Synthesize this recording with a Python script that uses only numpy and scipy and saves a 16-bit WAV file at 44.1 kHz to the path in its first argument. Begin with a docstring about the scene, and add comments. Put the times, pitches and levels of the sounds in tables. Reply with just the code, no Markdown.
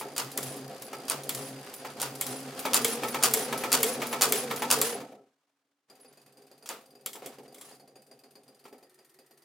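"""The rumble and drone of a heavy leather sewing machine, close to the microphone in a small room.
Belt-driven by a geared motor, it makes three slow stitches and five fast ones, coasts to a stop,
then creeps through one more. In each stitch the linkage knocks, the needle bar clacks and chatters,
the foot snaps down, the shuttle slides and the thread squeaks as it is drawn. The drive's teeth purr
under power and tick one by one at a crawl; the last ticks are heard from the motor's side."""
import sys
import numpy as np
from scipy import signal
from scipy.fft import rfft, irfft, next_fast_len
from scipy.io import wavfile
from scipy.ndimage import uniform_filter1d, map_coordinates

SR = 44100
rng = np.random.default_rng(int(sys.argv[2]) if len(sys.argv) > 2 else 0)


def wav_out(sig):
    """Save sig, one row per channel (or a flat mono array), as 16-bit PCM at SR to the path in sys.argv[1]."""
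    wavfile.write(sys.argv[1], SR, np.round(np.clip(np.atleast_2d(sig).T, -1, 1) * 32767).astype(np.int16))


N = 416304
TIME = np.arange(N) / SR
AGE = np.arange(SR // 2) / SR  # seconds since a contact
FULL_SPEED_S, SWITCH_OFF_S, COAST_DB_PER_S = 2.68, 4.88, 126
BESIDE_MOTOR_S = 8.7  # from here on the microphone is on the motor's side

# The stitches. Each row: needle blow in seconds, its relative level in dB, one turn of the handwheel
# in seconds, the foot's delay after the blow in seconds, its relative level in dB.
STITCHES = [(.18, -15, .9, .195, -15.5), (1.0988, -15.5, .9, .1932, -15.5), (2.0165, -15.5, .9, .1944, -14),
            (2.7437, -6, .492, .1017, -8.5), (3.236, -5.5, .492, .1013, -8.5),
            (3.7283, -5.5, .492, .1014, -8), (4.22, -4.5, .492, .1021, -9), (4.7125, -5.5, .492, .102, -9),
            (6.69, -26, 1.8, .3704, -19)]
# Resonances of drive, levers and presser foot. 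Each row: pitch in Hz, width in Hz, gain in dB.
DRIVE_MODES = [(2563, 74, -4), (4403, 72, -3), (4820, 130, 2), (6080, 120, -7.5), (6780, 120, -4.5),
               (9350, 600, -5.5), (12880, 440, -10)]
LEVER_MODES = [(877, 97, 0), (1315, 57, 0), (1760, 79, -8), (2320, 240, -7)]
FOOT_MODES = [(1195, 470, -4), (2195, 200, -1), (3330, 600, -3), (7600, 420, 0), (9220, 180, -1)]
# Spectra of a bright snap, a dull knock and a tooth's tick. Each row: frequency in Hz, gain in dB.
SNAP_COLOUR = [(300, -25), (1200, -9.5), (3300, -4), (7000, -1), (12000, 0), (16000, -8)]
KNOCK_COLOUR = [(110, -19), (240, -8), (480, -1.5), (1300, -7), (2500, -7.5), (6000, -15), (16000, -19.5)]
TICK_COLOUR = [(700, -11), (2000, -5), (7500, -7), (9500, -0.5), (11000, -11.5), (12800, -1),
               (15000, -15.5)]


def amp(db):
    """Decibels to gain."""
    return 10 ** (np.asarray(db) / 20)


def unit(x):
    """Scale to rms 1."""
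    return x / np.sqrt(np.mean(x ** 2) + 1e-20)


def along(points, hz):
    """Gain of (Hz, dB) points joined on a log axis."""
    knots_hz, db = np.transpose(points)
    return amp(np.interp(np.log(hz + 1), np.log(knots_hz + 1), db))


def wobble(rate):
    """A smooth random curve with rate knots a second."""
    return map_coordinates(rng.standard_normal(int(N * rate / SR) + 4), [TIME * rate])


def bump(middle, width):
    """A smooth swell in time, 1 at its middle."""
    return np.exp(-((TIME - middle) / width) ** 2 / 2)


def fade(t60):
    """Decay after a blow, 60 dB in t60 seconds."""
    return amp(-60 * AGE / t60)


def tone(hz, waver):
    """A sine whose pitch wavers by a small share."""
    return np.sin(2 * np.pi * np.cumsum(hz * (1 + waver * wobble(60))) / SR)


def add(track, s, sound):
    """Mix a sound into the track at s seconds."""
    span = track[:, max(round(s * SR), 0):][:, :len(AGE)]
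    span += sound[:, :span.shape[1]]


def resonances(modes, hz):
    """Response of a set of (Hz, width in Hz, dB) resonators."""
    return sum((-1) ** k * amp(db) * 1j * hz * width / (fc * fc - hz * hz + 1j * hz * width)
               for k, (fc, width, db) in enumerate(modes))


def part(colour, modes, boost_db, ripple_db=3, spacing_hz=70):
    """Response of a machine part: broad colour, main resonances and a thicket of lesser ones."""
    thicket = rng.standard_normal(SR // 2)
    grid = np.fft.rfftfreq(len(AGE), 1 / SR)
    ripple = np.interp(grid / spacing_hz, np.arange(len(thicket)), thicket)
    lesser = amp(ripple_db * ripple * grid / (grid + 900))
    main = np.hypot(1, amp(boost_db) * np.abs(resonances(modes, grid)))
    gain = along(colour, grid) * lesser * main
    return lambda hz: np.interp(hz, grid, gain)


def ring(modes, stir_db=1.5):
    """Colour of a ringing part; each contact stirs its modes in different proportions."""
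    stirred = [(fc, width, db + stir_db * rng.standard_normal()) for fc, width, db in modes]
    return lambda hz: np.abs(resonances(stirred, hz)) ** 2


def frame(hz):
    """Response of the cast frame on its bench."""
    # Their resonances. Each row: pitch in Hz, width in Hz, gain in dB.
    frame_modes = [(202.7, 22, -8), (263.7, 34, -2.5), (399, 33.6, 1.5), (432, 45, 0.5), (525, 47, -2),
                   (676, 75, -5), (780, 70, -5)]
    return np.abs(resonances(frame_modes, hz)) / (1 + (hz / 1500) ** 2)


def stereo(pair, colour):
    """Colour a mid and side pair and spread it left and right at rms 1; the bass stays central."""
    # Width at the microphone. Each row: frequency in Hz, side over mid in dB.
    side_gain = [(120, -51), (300, -27.5), (600, -16), (1200, -7), (10000, -2.5)]
    size = next_fast_len(pair.shape[1])
    hz = np.fft.rfftfreq(size, 1 / SR)
    mid, side = rfft(pair, size) * colour(hz)
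    side = side * along(side_gain, hz)
    return unit(irfft([mid + side, mid - side], size)[:, :pair.shape[1]])


def noise(colour):
    """Steady coloured stereo noise."""
    return stereo(rng.standard_normal((2, N)), colour)


def hum(modes):
    """Steady shaking heard only through narrow resonances."""
    return noise(lambda hz: resonances(modes, hz) ** 2)


def burst(colour, envelope):
    """A struck part's countless short-lived modes, as shaped noise; reflections widen it."""
    mid, side = rng.standard_normal((2, len(AGE)))
    reflected = 1 - np.exp(-AGE / .0085)
    return envelope * stereo(np.array([mid, side * reflected]), colour)


def driven():
    """Needle blow and turn length, in seconds, of the stitches sewn under power."""
    return [(s, turn) for s, _, turn, _, _ in STITCHES if s < SWITCH_OFF_S]


def each_turn(contacts):
    """Seconds and dB of contacts in every turn: set by the speed, dying away as the machine coasts."""
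    shortest = min(turn for _, turn in driven())
    events = [(s + share * turn, db - slow_db * np.log2(turn / shortest))
              for s, turn in driven() for share, db, slow_db in contacts]
    return [(s, db - COAST_DB_PER_S * max(s - SWITCH_OFF_S, 0)) for s, db in events]


def at_full_speed():
    """A soft gate, 1 during the fast stitches."""
    return uniform_filter1d(1.0 * (TIME > FULL_SPEED_S) * (TIME < SWITCH_OFF_S + .08), size=3000)


def running_levels():
    """Rumble and sliding in dB; each feed swells the rumble, less so when the flywheel is fast."""
    # The running mechanism. Each row: time in seconds, frame rumble in dB, sliding steel in dB.
    levels = [(0, -48, -52), (2.4, -49.5, -50.5), (2.7, -41.5, -42.5), (4.93, -41.5, -42.5),
              (5.2, -57, -72.5), (5.35, -87.5, -80.5), (5.875, -94.5, -85.5), (5.9, -66.5, -67.5),
              (7.05, -61, -71), (7.25, -57, -52.5), (7.5, -57, -67.5), (7.85, -61, -73.5),
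              (8.7, -65.5, -71), (9.0, -80, -73)]
    times, rumble_db, slide_db = np.transpose(levels)
    load = sum(turn ** 2 * bump(s + .33 * turn, .2 * turn) for s, turn in driven())
    return np.interp(TIME, times, rumble_db) + 7 * load, np.interp(TIME, times, slide_db)


def jolts(per_second=200):
    """Small jolts of unequal size shake the frame and a random set of narrow bench modes."""
    knots_hz = np.arange(0, SR, 16)
    bench_db = 3 * rng.standard_normal(len(knots_hz))
    bench = lambda hz: frame(hz) * amp(np.interp(hz, knots_hz, bench_db))
    swell = amp(3 * wobble(18))
    hits = rng.random(N) < per_second / SR
    contacts = unit(hits * amp(2 * rng.standard_normal(N)) * rng.choice([-1, 1], (2, N)))
    return swell * stereo(contacts, bench)


def main_shaft():
    """The shaft's two ends rumble while oiled steel slides in the bearings."""
    # Spectrum of sliding steel. 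Each row: frequency in Hz, gain in dB.
    slide_colour = [(60, -2), (600, 9), (1100, 9.5), (2000, 5), (6000, -1.5), (10000, -5.5), (16000, -15.5)]
    rumble_db, slide_db = running_levels()
    slide = noise(lambda hz: along(slide_colour, hz))
    return amp(rumble_db) * unit(jolts() + jolts()) + amp(slide_db + 2.3 * wobble(110)) * slide


def motor(drone_hz=141.7, groan_hz=270.3):
    """The motor drones through the bench, sags as the belt surges and groans on a slow feed."""
    # Belt surges. Each row: delay after the needle blow in seconds, relative level in dB.
    surges = [(.08, -46.5), (.29, -44), (.46, -46.5)]
    surge = sum(amp(db) * turn ** .7 * bump(s + late, .034)  # weaker when the flywheel is fast
                for s, turn in driven() for late, db in surges if s + late < SWITCH_OFF_S)
    sag = 1 - .05 * surge / surge.max()
    rumble_db, _ = running_levels()
    drone_db = np.minimum(-58.5, rumble_db - 12.5)  # follows the rumble up to a ceiling
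    drone = (amp(drone_db) + surge) * amp(wobble(20)) * tone(drone_hz * sag, waver=.04)
    low_hum = amp(drone_db - .5) * hum([(135, 30, 0), (261, 39, -2)])
    slow_feed = (1 - at_full_speed()) * sum(bump(s + .39 * turn, .14 * turn) for s, turn in driven())
    groan = slow_feed * amp(-45.5 + 2.4 * wobble(15)) * tone(groan_hz * sag, waver=.026)
    return drone + low_hum + groan


def tooth_purr(teeth_per_turn=53, ceiling_db=-50):
    """Under power the drive's teeth meet so quickly that their ticks merge into a ringing purr."""
    _, turns = np.transpose(driven())
    turn_s = np.interp(TIME, [FULL_SPEED_S - .25, FULL_SPEED_S], [turns.max(), turns.min()])
    tooth_hz = teeth_per_turn / turn_s
    count = np.cumsum(tooth_hz) / SR
    since_tooth = count % 1 / tooth_hz
    sizes = amp(2 * rng.standard_normal(N))[count.astype(int)]
    pulses = lambda t60: unit(sizes * amp(-60 * since_tooth / t60))
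    purr = pulses(.025) * noise(part(TICK_COLOUR, DRIVE_MODES, boost_db=9))
    pings = pulses(.12) * hum(DRIVE_MODES)
    _, slide_db = running_levels()
    coasting_db = -COAST_DB_PER_S * np.maximum(TIME - SWITCH_OFF_S, 0) / 2
    return amp(np.minimum(slide_db, ceiling_db) + coasting_db) * (amp(-4) * purr + amp(-7) * pings)


def shuttle():
    """The shuttle clicks as it turns round and rasps along its race, ringing all the while."""
    # Its resonances. Each row: pitch in Hz, width in Hz, gain in dB.
    shuttle_modes = [(10180, 500, -2.5), (10900, 440, -7), (14360, 300, -1)]
    # Spectrum of the rasp. Each row: frequency in Hz, gain in dB.
    rasp_colour = [(200, -14), (800, 7.5), (2000, 2), (6000, -1), (9000, 0), (16000, -12)]
    # Clicks of shuttle and thread lever. Each row: offset from the needle blow in turns,
    # relative level at full speed in dB, loss at half speed in dB.
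    turn_clicks = [(-.308, -22, 6), (.151, -23.5, 6.5), (.277, -21.5, -1), (.319, -24, 10.5),
                   (.43, -28.5, 6)]
    # Stray clicks while creeping. Each row: start in seconds, relative level in dB.
    stray_clicks = [(6.6601, -38.5), (6.6901, -36), (7.1318, -29.5), (7.156, -35), (7.26, -27.5),
                    (7.545, -37.5), (7.583, -41), (7.6117, -33.5)]
    out = np.zeros((2, N))
    struck = part(SNAP_COLOUR, shuttle_modes, boost_db=1)
    for s, db in each_turn(turn_clicks) + stray_clicks:
        add(out, s, amp(db - 8) * burst(struck, fade(.057)))
        add(out, s, amp(db - 20) * burst(struck, fade(.23)))  # the room answers
        add(out, s, amp(db - 24.5) * burst(ring(shuttle_modes), fade(.14)))
    for s, db in stray_clicks:  # slow, heavy contacts also make the foot clink
        add(out, s, amp(db - 15) * burst(ring(FOOT_MODES), fade(.14)))
    _, slide_db = running_levels()
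    passes = sum(bump(s + .33 * turn, .091 * turn) for s, turn in driven())
    creeping_pass = amp(-54.5) * bump(7.68, .06)
    pressure = amp(slide_db + 8) * passes + creeping_pass
    rasp = noise(part(rasp_colour, shuttle_modes, boost_db=10.5))
    return out + pressure * amp(1.7 * wobble(130)) * rasp


def thread(rise_s=.006, scatter_s=.018):
    """The taut thread sticks and slips in clusters of three gliding chirps, each at its own pitch."""
    # Squeaks in every turn. Each row: offset from the needle blow in turns, pitch in Hz,
    # level over the sliding steel in dB.
    turn_squeaks = [(-.275, 10110, 1.5), (-.27, 14200, -4), (.29, 14500, 0.5), (.37, 10110, 7)]
    # Stray squeaks while creeping. Each row: time in seconds, pitch in Hz, level in dB.
    stray_squeaks = [(6.06, 10300, -55), (7.19, 14400, -57), (7.63, 10860, -54.5)]
    out = np.zeros((2, N))
    _, slide_db = running_levels()
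    squeaks = [(s + share * turn, hz, np.interp(s, TIME, slide_db) + db)
               for s, turn in driven() for share, hz, db in turn_squeaks]
    for s, hz, db in squeaks + stray_squeaks:
        for when, pitch, glide, length, size in rng.standard_normal(size=(3, 5)):
            age = AGE / (rise_s * amp(2.7 * length))
            scrape = unit(uniform_filter1d(rng.standard_normal(len(AGE)), size=24))
            bend = .014 * pitch + .006 * glide * np.minimum(age, 2) + .017 * scrape
            phase = 2 * np.pi * np.cumsum(hz * (1 + bend)) / SR + .5 * rng.standard_normal((2, 1))
            chirp = age * np.exp(1 - age) * np.sin(phase)
            add(out, s - rise_s + scatter_s * when, amp(db + 2 * size) * chirp)
    return out


def linkage():
    """Levers take up their play as they reverse, ring hollowly and thud into the frame."""
    # Knocks in every turn. Each row: offset from the needle blow in turns,
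    # relative level at full speed in dB, loss at half speed in dB.
    turn_knocks = [(-.188, -14, 12), (.588, -15.5, 30.5)]
    # Stray knocks while coasting and creeping. Each row: start in seconds, relative level in dB,
    # thud of the frame in dB.
    stray_knocks = [(5.122, -44.5, -47), (6.695, -38.5, -53), (6.7218, -39, -48), (7.153, -34, -47.5),
                    (7.22, -39, -43), (7.261, -44, -44.5), (7.383, -41, -46.5), (8.653, -37, -55),
                    (8.726, -44.5, -50)]
    out = np.zeros((2, N))
    levers = part(KNOCK_COLOUR, LEVER_MODES, boost_db=8)
    contact = 1 - np.exp(-AGE / .0007)
    regular = [(s, db, db - 23.5) for s, db in each_turn(turn_knocks)]
    for s, db, thud_db in regular + stray_knocks:
        add(out, s, amp(db - 10.5) * burst(levers, contact * fade(.13)))
        add(out, s, amp(db - 18.5) * burst(ring(LEVER_MODES), contact * fade(.34)))
        add(out, s, amp(thud_db) * burst(frame, contact * fade(.32)))
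    return out


def needle_bar():
    """The bar touches, strikes home, then chatters in its bearings; a faster stroke is louder."""
    # Resonances of the steel head and bar. Each row: pitch in Hz, width in Hz, gain in dB.
    head_modes = [(810, 60, -5), (963, 34, -2.5), (1208, 33, -3), (1460, 50, -4), (2600, 81, -2.5),
                  (4700, 80, -4), (7050, 54, -1.5), (7210, 85, 2), (9430, 400, -3)]
    # Spectrum of the clack. Each row: frequency in Hz, gain in dB.
    clack_colour = [(120, -36), (220, -10), (900, 3.5), (2000, -4.5), (5000, 1), (9000, -2), (16000, -6.5)]
    out = np.zeros((2, N))
    head = part(clack_colour, head_modes, boost_db=7)
    tip = part(SNAP_COLOUR, head_modes, boost_db=13)
    hollow = lambda hz: head(hz) * np.abs(resonances([(1150, 700, 0)], hz)) ** 2
    body = lambda hz: along(KNOCK_COLOUR, hz)
    chatter = unit(amp(2.5 * wobble(330)))  # separate contacts in quick succession
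    swell = 1 - np.exp(-AGE / .0068)
    loudest_db = max(db for _, db, *_ in STITCHES)
    for s, db, *_ in STITCHES:
        force_db = db - loudest_db
        lead_s = .009 * amp(-force_db / 2)  # a faster stroke closes the gap sooner
        for early, touch_db in ((lead_s, -16), (lead_s / 2, -19.5)):
            add(out, s - early, amp(1.14 * force_db + touch_db) * burst(head, fade(2.6 * lead_s)))
        add(out, s, amp(.8 * force_db - 7.5) * burst(tip, fade(.016)))
        knocks = chatter[round(s * SR):][:len(AGE)] * swell
        add(out, s, amp(db - 12.5) * burst(head, knocks * (fade(.11) + amp(-5.5) * fade(.27))))
        add(out, s + .0065, amp(db - 7) * burst(tip, swell * fade(.057)))  # rebounds
        # the head's low modes build up under the chatter and linger after a slow stroke
        linger = swell ** 2 * fade(.2 * amp(-force_db / 5))
        add(out, s, amp(.9 * force_db - 23.5) * burst(hollow, linger))
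        # the needle's push through the work shakes the frame
        add(out, s, amp(.5 * force_db - 27.5) * burst(body, swell * fade(.33)))
    return out


def presser_foot():
    """The sprung foot lands with a bright tick, clatters and clinks; bench and room throw it back."""
    # Its contacts. Each row: delay after landing in seconds, gain in dB, 60 dB decay in seconds.
    bounces = [(.0005, -10.5, .012), (.0026, -8, 0.018), (.0095, -16, .05), (.033, -27, 0.026)]
    out = np.zeros((2, N))
    steel = part(SNAP_COLOUR, LEVER_MODES, boost_db=13.5)
    edge = lambda hz: steel(hz) * hz ** 2 / (hz ** 2 + 8000 ** 2)
    for blow, _, _, delay, db in STITCHES:
        s = blow + delay
        add(out, s + .0004, amp(db - 4) * burst(edge, fade(.023)))
        for late, bounce_db, t60 in bounces:
            add(out, s + late, amp(db + bounce_db) * burst(steel, fade(t60)))
        add(out, s + .002, amp(db - 16.5) * burst(ring(FOOT_MODES), fade(.12)))
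        add(out, s + .009, amp(db - 23.5) * burst(steel, fade(.26)))
        add(out, s, amp(db - 30.5) * burst(frame, fade(.45)))
    return out


def gear_whine():
    """At full speed the gears whine, dragged down by each blow and recovering, and the wheel hums."""
    # The whine through one turn. Each row: turns after the needle blow, pitch in Hz, level in dB.
    whine_cycle = [(0, 506, -40.5), (.07, 484.7, -37), (.14, 443, -36.5), (.29, 445.5, -31.5),
                   (.35, 483, -40.5), (.6, 479.2, -38.5), (.75, 482.8, -48.5)]
    starts, turns = np.transpose(driven())
    wheel = (TIME - starts[-1]) / turns[-1] % 1
    shares, pitches, levels = np.transpose(whine_cycle)
    gear_hz = np.interp(wheel, shares, pitches, period=1)
    gear_db = np.interp(wheel, shares, levels, period=1)
    whine = amp(gear_db + 3.5 * wobble(55)) * tone(gear_hz, waver=.03)
    swing = np.cos(2 * np.pi * wheel)  # highest and loudest as the needle comes down
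    wheel_hum = amp(-44 + 2 * swing + 2.6 * wobble(20)) * tone(240 + 8 * swing, waver=.03)
    return at_full_speed() * (whine + wheel_hum)


def tooth_ticks(gap_s=.047, rest_s=.036, tooth_db=-59):
    """At a crawl single teeth tick and ping; light ones lead up to a heavy one that knocks the frame."""
    # Heavy teeth. Each row: start in seconds, relative level in dB.
    heavy_teeth = [(5.899, -46.5), (6.047, -45.5), (6.173, -48.5), (6.262, -50), (6.371, -54), (6.514, -47),
                   (6.625, -44), (6.952, -49), (7.479, -47), (7.712, -42.5), (7.797, -46.5), (7.876, -50),
                   (7.956, -44), (8.113, -44), (8.237, -46), (8.354, -44.5), (8.48, -48.5), (8.64, -49),
                   (8.726, -49), (8.827, -48.5), (8.989, -51), (9.188, -49), (9.309, -52), (9.421, -58)]
    out = np.zeros((2, N))
    teeth = part(TICK_COLOUR, DRIVE_MODES, boost_db=5.5)
    sizzle = lambda hz: teeth(hz) * np.clip(hz / 9000, 0, 1) ** 4
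    body = lambda hz: along(KNOCK_COLOUR, hz) * np.clip(hz / 250, 0, 1) / np.hypot(1, hz / 2200)
    for s, db in heavy_teeth:
        add(out, s, amp(db - 15.5) * burst(body, fade(.21)))
        add(out, s, amp(db - 11.5) * burst(ring(DRIVE_MODES), fade(.18)))
        add(out, s, amp(db - 11) * burst(frame, fade(.33)))
    heavy = [s for s, _ in heavy_teeth]
    light = [s for last, following in zip(heavy, heavy[1:])
             for s in np.arange(following - gap_s, last + rest_s, -gap_s)]
    tick_shape = (1 - fade(.01)) * (fade(.05) + amp(-12) * fade(.2))
    for s in heavy + light:
        db = tooth_db + rng.standard_normal()
        beside = s > BESIDE_MOTOR_S  # from the motor's side the teeth tick more and ping less
        tick_db, ping_db = db + .5 * beside, db - 4.5 - 8 * beside
        add(out, s, amp(tick_db) * burst(teeth, tick_shape))
        add(out, s, amp(tick_db - 9.5) * burst(sizzle, fade(.26)))
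        add(out, s, amp(ping_db) * burst(ring(DRIVE_MODES), fade(.13)))
    return out


def housing():
    """A faint hum shows at the standstill; from the motor's side its housing's whirr comes forward."""
    # Resonances of the housing. Each row: pitch in Hz, width in Hz, gain in dB.
    housing_modes = [(143, 12, -4), (377, 65, -1), (1315, 61, -8.5), (1870, 212, -8)]
    idle = amp(-90) * hum([(281, 14, 0)])
    near = np.clip((TIME - BESIDE_MOTOR_S) / .095, 0, 1)
    return idle + near * amp(-69) * hum(housing_modes)


def scene():
    """The whole machine from close by: the stitching parts over the drive that turns them."""
    stitching = needle_bar() + presser_foot() + shuttle() + thread() + linkage()
    return stitching + tooth_ticks() + tooth_purr() + main_shaft() + motor() + gear_whine() + housing()


def record(dry):
    """The microphone thins the deep bass and keeps nothing above its band limit."""
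    low_cut_hz, top_hz = 85, 16050
    thin = signal.sosfilt(signal.butter(2, low_cut_hz, "highpass", fs=SR, output="sos"), dry)
    size = next_fast_len(N + SR // 2)
    in_band = np.fft.rfftfreq(size, 1 / SR) < top_hz
    return irfft(rfft(thin, size) * in_band, size)[:, :N]


dry = scene()
out = record(dry)
wav_out(out)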